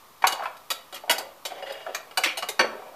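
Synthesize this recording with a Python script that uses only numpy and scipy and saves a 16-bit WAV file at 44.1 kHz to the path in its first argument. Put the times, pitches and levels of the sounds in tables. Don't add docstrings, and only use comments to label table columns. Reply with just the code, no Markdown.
import sys
import numpy as np
from scipy import signal
from scipy.fft import rfft, irfft, next_fast_len
from scipy.io import wavfile
from scipy.ndimage import map_coordinates

SR = 44100
rng = np.random.default_rng(int(sys.argv[2]) if len(sys.argv) > 2 else 0)


def generate_wav(sig):
    pcm = np.round(np.clip(np.atleast_2d(sig).T, -1, 1) * 32767).astype(np.int16)
    wavfile.write(sys.argv[1], SR, pcm)


def ratio_of_db(decibels):
    return 10 ** (np.asarray(decibels, float) / 20)


N = 130095
SIZE = 32768

ROOM_DB = -9.5
SCATTER_DB = 3
CONTACT_HZ = 4580
THUMP_HZ, THUMP_DB = 109, -11


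def clinks(sheets, rooms):
    # start_s, peak_db, chatter_s, hardness_db,
    # blade_over_wall_db
    taps = [(.221,-24,0.0051,-11.5,-8),(.270,-9,0.0039,0,6),(.323,-17,0.0091,-3,8),(.435,-38,.008,18,-4),(.568,-40,0.0071,-2,-8),(.703,-13.5,0.008,2,-10),(.714,-18,0.0042,1,-31),
            (.925,-30,0.015,-1,-6),(.943,-26,0.021,4,-4.5),(.96,-28,0.021,-6.5,-5),(1.096,-6.5,0.01,-6,10),(1.108,-9.5,0.011,7,-11),
            (1.182,-19.5,0.0043,7,-1),(1.451,-18.5,0.014,2.5,-9.5),(1.722,-31.5,0.0053,6.5,-14),(1.947,-16.5,0.0037,-4.5,0.5),(1.965,-29,0.0033,-8,-10),(2.11,-33.5,0.0059,-12.5,-6),
                 (2.173,-9.5,0.0093,-2,0),(2.236,-12.5,0.013,-2.5,-5),(2.258,-14,0.007,-7.5,-4),(2.372,-18,0.02,1.5,4.5),(2.424,-17,0.011,-10.5,6.5),(2.487,-16.5,0.0084,4,-6.5)]
    return contacts(taps, clink_ring, sheets, rooms)


def clink_ring(hz, sheet, hard_db, blade_db):
    # pitch_hz, level_db, fade_by_60_db_s
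    blade_tones = [(2909,6.5,.06),(4618,8.5,0.044),(6510,0.5,0.061),(8800,-2,0.035),(10920,4,0.032),(13470,9.5,0.042),(14370,0,.04),(4950,-2.5,0.056),(4110,-1.5,0.028),(14800,3,.04)]
    # pitch_hz, level_db, fade_by_60_db_s
    wall_tones = [(1334,-6.5,0.087),(1900,-6.5,0.029),(2424,-3.5,0.049),(3300,-7.5,0.036),(3712,-1.5,0.038),(3855,-1,0.032),(4840,-5,0.039),(8800,-12,.04),(11500,1,0.02),(13260,-1,0.025)]
    ring_db, wash_db, sheet_low_hz = -1, -7.5, 600
    blade = ratio_of_db(blade_db / 2) * modes(blade_tones, hz, SCATTER_DB)
    wall = ratio_of_db(-blade_db / 2) * modes(wall_tones, hz, SCATTER_DB)
    wash = sheet * (1j * hz / (sheet_low_hz + 1j * hz)) ** 2 * (1 + 1j * hz / 9000)
    return soft(hz, CONTACT_HZ * ratio_of_db(hard_db)) * (ratio_of_db(ring_db) * (blade + wall) + ratio_of_db(wash_db) * wash)


def knocks(sheets, rooms):
    # start_s, peak_db, chatter_s, centre_hz
    hits = [(.2395,-3,0.0036,1030),(.25,-15,0.012,950),(.270,-21,0.023,1280),(.329,-22,0.0028,750),(.394,-20,0.013,900),(.421,-19.5,0.022,910),(.455,-17.5,0.0029,1020),(.703,-24,0.011,610),
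            (.925,-31,0.03,620),(1.035,-27,0.0048,600),(1.077,-23.5,0.022,600),(1.097,-20,0.029,655),(1.181,-23.5,0.021,710),(1.203,-26.5,0.0023,600),(1.451,-25.5,0.015,665),
            (1.518,-26.5,0.0065,620),(1.623,-25.5,0.0061,644),(1.8635,-21,0.0042,790),(1.885,-24.5,0.016,532),(2.175,-15,0.0079,678),(2.236,-9,0.0065,2840),(2.26,-18,0.063,2640),(2.372,-23,0.015,674),(2.424,-27.5,.008,660),(2.487,-24.5,0.0083,600),
            (.240,-14,0.0068,2100),(.436,-26.5,.008,1510),(.455,-24.5,0.0075,2100),(.546,-38,0.0066,826),(1.557,-34,.006,715),(1.599,-35.5,0.007,640),(1.803,-36,.006,690),(1.864,-31,0.0046,1900),
            (2.795,-32,.006,720),(2.82,-30.5,.01,700),(2.857,-35,0.0073,600),(2.882,-36,.01,715),(2.918,-41,.01,705),(2.94,-37,.01,700)]
    return contacts(hits, knock_body, sheets[::-1], rooms[::-1])


def knock_body(hz, sheet, centre_hz):
    # pitch_hz, level_db, fade_by_60_db_s
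    body_tones = [(423.4, -11, 0.032), (538, -1.5, 0.16), (711, -3.5, 0.071), (750, 3.5, 0.046),
                  (835, -1, 0.36), (940, -13, 0.02), (1038, -11, 0.1), (1317, 5.5, 0.07),
                  (1472, 4.5, 0.019), (1680, 1.5, 0.021), (2260, 1.5, 0.02)]
    thud_db, knock_q = -0.5, 1.71
    tin = modes(body_tones, hz, SCATTER_DB) + ratio_of_db(thud_db) * sheet
    counter = ratio_of_db(THUMP_DB - 13.0) * band(hz, THUMP_HZ, 0.89)
    return band(hz, centre_hz, knock_q) * tin + counter


def drag(sheets, rooms):
    starts = [.34, 1.2, 1.47, 1.623, 1.75, 1.885, 2.0, 2.7]
    # length_s, level_db, blade_ring_db
    strokes = [
        (0.15,-44.5,-36),
        (0.07,-46.5,-10),
        (0.14,-41.5,-20),
        (0.083,-36.5,0),
        (0.12,-43,-0.5),
        (0.047,-45,2),
        (0.11,-55,-22),
        (0.2,-47,-43),
    ]
    # pitch_hz, level_db, fade_by_60_db_s
    rubbed_tones = [(2876,2,0.045),(3275,0.5,.05),(4900,-12,.03),(1760,-5.5,0.0067),(3780,-13,0.024)]
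    grains_per_s, lumps_per_s, patch_db = 2000, 60, 3
    rise_s, fall_s = 0.0012, 0.036
    can_hz, wall_hz = 620, 1900
    level_db, blade_level_db, wall_db = -1.5, -2, -12.5
    out = np.zeros(N + SIZE)
    t = np.arange(SIZE // 2) / SR
    hz = np.fft.rfftfreq(SIZE, 1 / SR)
    for k, (start, (length, db, blade_db)) in enumerate(zip(starts, strokes)):
        lumps = map_coordinates(rng.standard_normal(40), [t * lumps_per_s])
        push = grit(len(t), grains_per_s) * ratio_of_db(patch_db * lumps)
        push *= np.minimum(t / rise_s, 1) * np.exp(-np.maximum(t - length, 0) / fall_s)
        metal = knock_body(hz, sheets[k], can_hz)
        metal = metal + ratio_of_db(blade_db + blade_level_db) * modes(rubbed_tones, hz, 0)
        metal = metal + ratio_of_db(wall_db) * sheets[k] * band(hz, wall_hz, 1.0)
        z = rfft(push, SIZE) * metal
        loudness = np.sqrt(np.mean(irfft(z)[:int(length * SR) + 9] ** 2))
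        gain = ratio_of_db(db + level_db) / loudness
        out[round(start * SR):][:SIZE] += gain * in_room(z, rooms[k % len(rooms)])
    return out[:N]


def drops(sheets, rooms):
    # start_s, peak_db, chatter_s, hardness_db
    falls = [
        (2.593,-3,0.017,-1),
        (2.64,-14.5,0.022,-9.5),
        (2.609,-13,0.0027,-4.5),
        (2.72,-30,0.029,-14),
    ]
    return contacts(falls, dish_ring, sheets, rooms)


def dish_ring(hz, sheet, hard_db):
    # pitch_hz, level_db, fade_by_60_db_s
    dish_tones = [(533,-3,0.068),(756,0,0.07),(1060,-5,0.08),(1315,7,0.13),(1760,0,0.052),(2100,-3,0.034),(3260,0,0.02),(4450,13,0.07),(4603,9,0.031),(5950,11.5,0.045),(6500,-5,0.068),(8059,10,0.16),(8800,5,0.08),(11270,0,0.017)]
    clatter_db = 2.5
    clatter = ratio_of_db(clatter_db) * sheet * (band(hz, 1000, 0.37) + ratio_of_db(-16.0))
    counter = ratio_of_db(THUMP_DB) * band(hz, THUMP_HZ, 0.85)
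    return soft(hz, CONTACT_HZ * ratio_of_db(hard_db)) * (modes(dish_tones, hz, 0) + clatter + counter)


def contacts(rows, response, sheets, rooms):
    spikes_per_s, first_blow = 4000, 4.9
    sag_db, release_s = 11, 0.0025
    out = np.zeros(N + SIZE)
    t = np.arange(SIZE // 4) / SR
    hz = np.fft.rfftfreq(SIZE, 1 / SR)
    for k, (start, db, length, *more) in enumerate(rows):
        push = grit(len(t), spikes_per_s) * ratio_of_db(-sag_db * t / length)
        push *= np.exp(-np.maximum(t - length, 0) / release_s)
        push[0] = first_blow
        z = rfft(push, SIZE) * response(hz, sheets[k % len(sheets)], *more)
        loudness = np.sqrt(np.mean(irfft(z)[:SR // 50] ** 2))
        gain = ratio_of_db(db - 12) / loudness
        out[round(start * SR):][:SIZE] += gain * in_room(z, rooms[k % len(rooms)])
    return out[:N]


def grit(count, per_s):
    spike_db = 1.5
    chance = rng.random(count)
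    size = np.minimum(rng.exponential(size=count), 2.5)
    spikes = (chance < per_s / SR) * ratio_of_db(spike_db * size)
    return rng.standard_normal(count) * (0.3 + spikes)


def modes(table, hz, scatter_db):
    out = 0
    for k, (centre, db, t60) in enumerate(table):
        width = np.log(1000) / np.pi / t60
        level = (-1) ** k * ratio_of_db(db + scatter_db * rng.standard_normal())
        out = out + level * 1j * hz * width / (centre ** 2 - hz ** 2 + 1j * hz * width)
    return out


def soft(hz, corner_hz):
    return 1 / (1 + 1j * hz / corner_hz) ** 2


def band(hz, centre_hz, q):
    width = centre_hz / q
    return (1j * hz * width / (centre_hz ** 2 - hz ** 2 + 1j * hz * width)) ** 2


def thin_sheet():
    # pitch_hz, fade_by_60_db_s
    sheet_fades = [(300,0.12),(1000,0.075),(4000,0.073),(14000,0.081)]
    return tails(sheet_fades, 0.00065, count=11)


def kitchen():
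    # pitch_hz, fade_by_60_db_s
    room_fades = [(150, 0.58), (700, 0.53), (2500, 0.36), (6000, 0.27), (14000, 0.23)]
    wall_delay_s = 0.0028
    return tails(room_fades, wall_delay_s, count=7)


def tails(t60s, onset_s, count):
    noise = rng.standard_normal((count, SR // 2))
    hz, t, z = signal.stft(noise, SR, nperseg=256)
    fade = ratio_of_db(-60 * t / along(t60s, hz)[:, None])
    tail = signal.istft(z * fade, SR, nperseg=256)[1][:, :SR // 2]
    tail = tail * (1 - np.exp(-np.arange(SR // 2) / SR / onset_s))
    return rfft(tail / np.linalg.norm(tail, axis=1, keepdims=True), SIZE)


def in_room(z, room):
    return irfft(z * (1 + ratio_of_db(ROOM_DB) * room))


def hiss():
    # pitch_hz, level_db
    shared_colour = [(25, -19.5), (120, -11), (749, -7.5), (1140, 1), (1550, -12.5), (3800, -15),
                     (9000, -21), (15000, -15.5)]
    # pitch_hz, level_db
    unlike_colour = [(25, -5), (120, -12), (300, -16), (800, -20), (15000, -26)]
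    mid = ratio_of_db(-52) * hush(shared_colour)
    side = ratio_of_db(-78) * hush(unlike_colour)
    return np.array([mid + side, mid - side])


def hush(colour):
    noise = filtered(rng.standard_normal(N), lambda hz: ratio_of_db(along(colour, hz)))
    return noise / np.sqrt(np.mean(noise ** 2) + 1e-20)


def along(points, hz):
    f, v = np.transpose(points)
    return np.interp(np.log(hz + 1), np.log(f + 1), v)


def filtered(x, response):
    n = x.shape[-1]
    m = next_fast_len(n + 8192)
    return irfft(rfft(x, m) * response(np.fft.rfftfreq(m, 1 / SR)), m)[..., :n]


def scene():
    # pitch_hz, side_under_mid_db
    apart = [(80,-18),(300,-29),(700,-36),(4000,-24.5),(14000,-19)]
    mic_low_hz = 143
    rooms, sheets = kitchen(), thin_sheet()
    mid = clinks(sheets, rooms) + knocks(sheets, rooms) + drag(sheets, rooms) + drops(sheets, rooms)
    mid = filtered(mid, lambda hz: (1j * hz / (mic_low_hz + 1j * hz)) ** 2)
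    side = filtered(mid, lambda hz: 1j * ratio_of_db(along(apart, hz)))
    return np.array([mid + side, mid - side]) + hiss()


def roll_off(x):
    return signal.sosfilt(signal.butter(12, 16330, fs=SR, output="sos"), x)


def record(dry):
    top_hz, resting_level = 14760, -0.00056
    limited = filtered(dry, lambda hz: 1 / (1 + (hz / top_hz) ** 60))
    return roll_off(limited + resting_level)


dry = scene()
out = record(dry)
generate_wav(out)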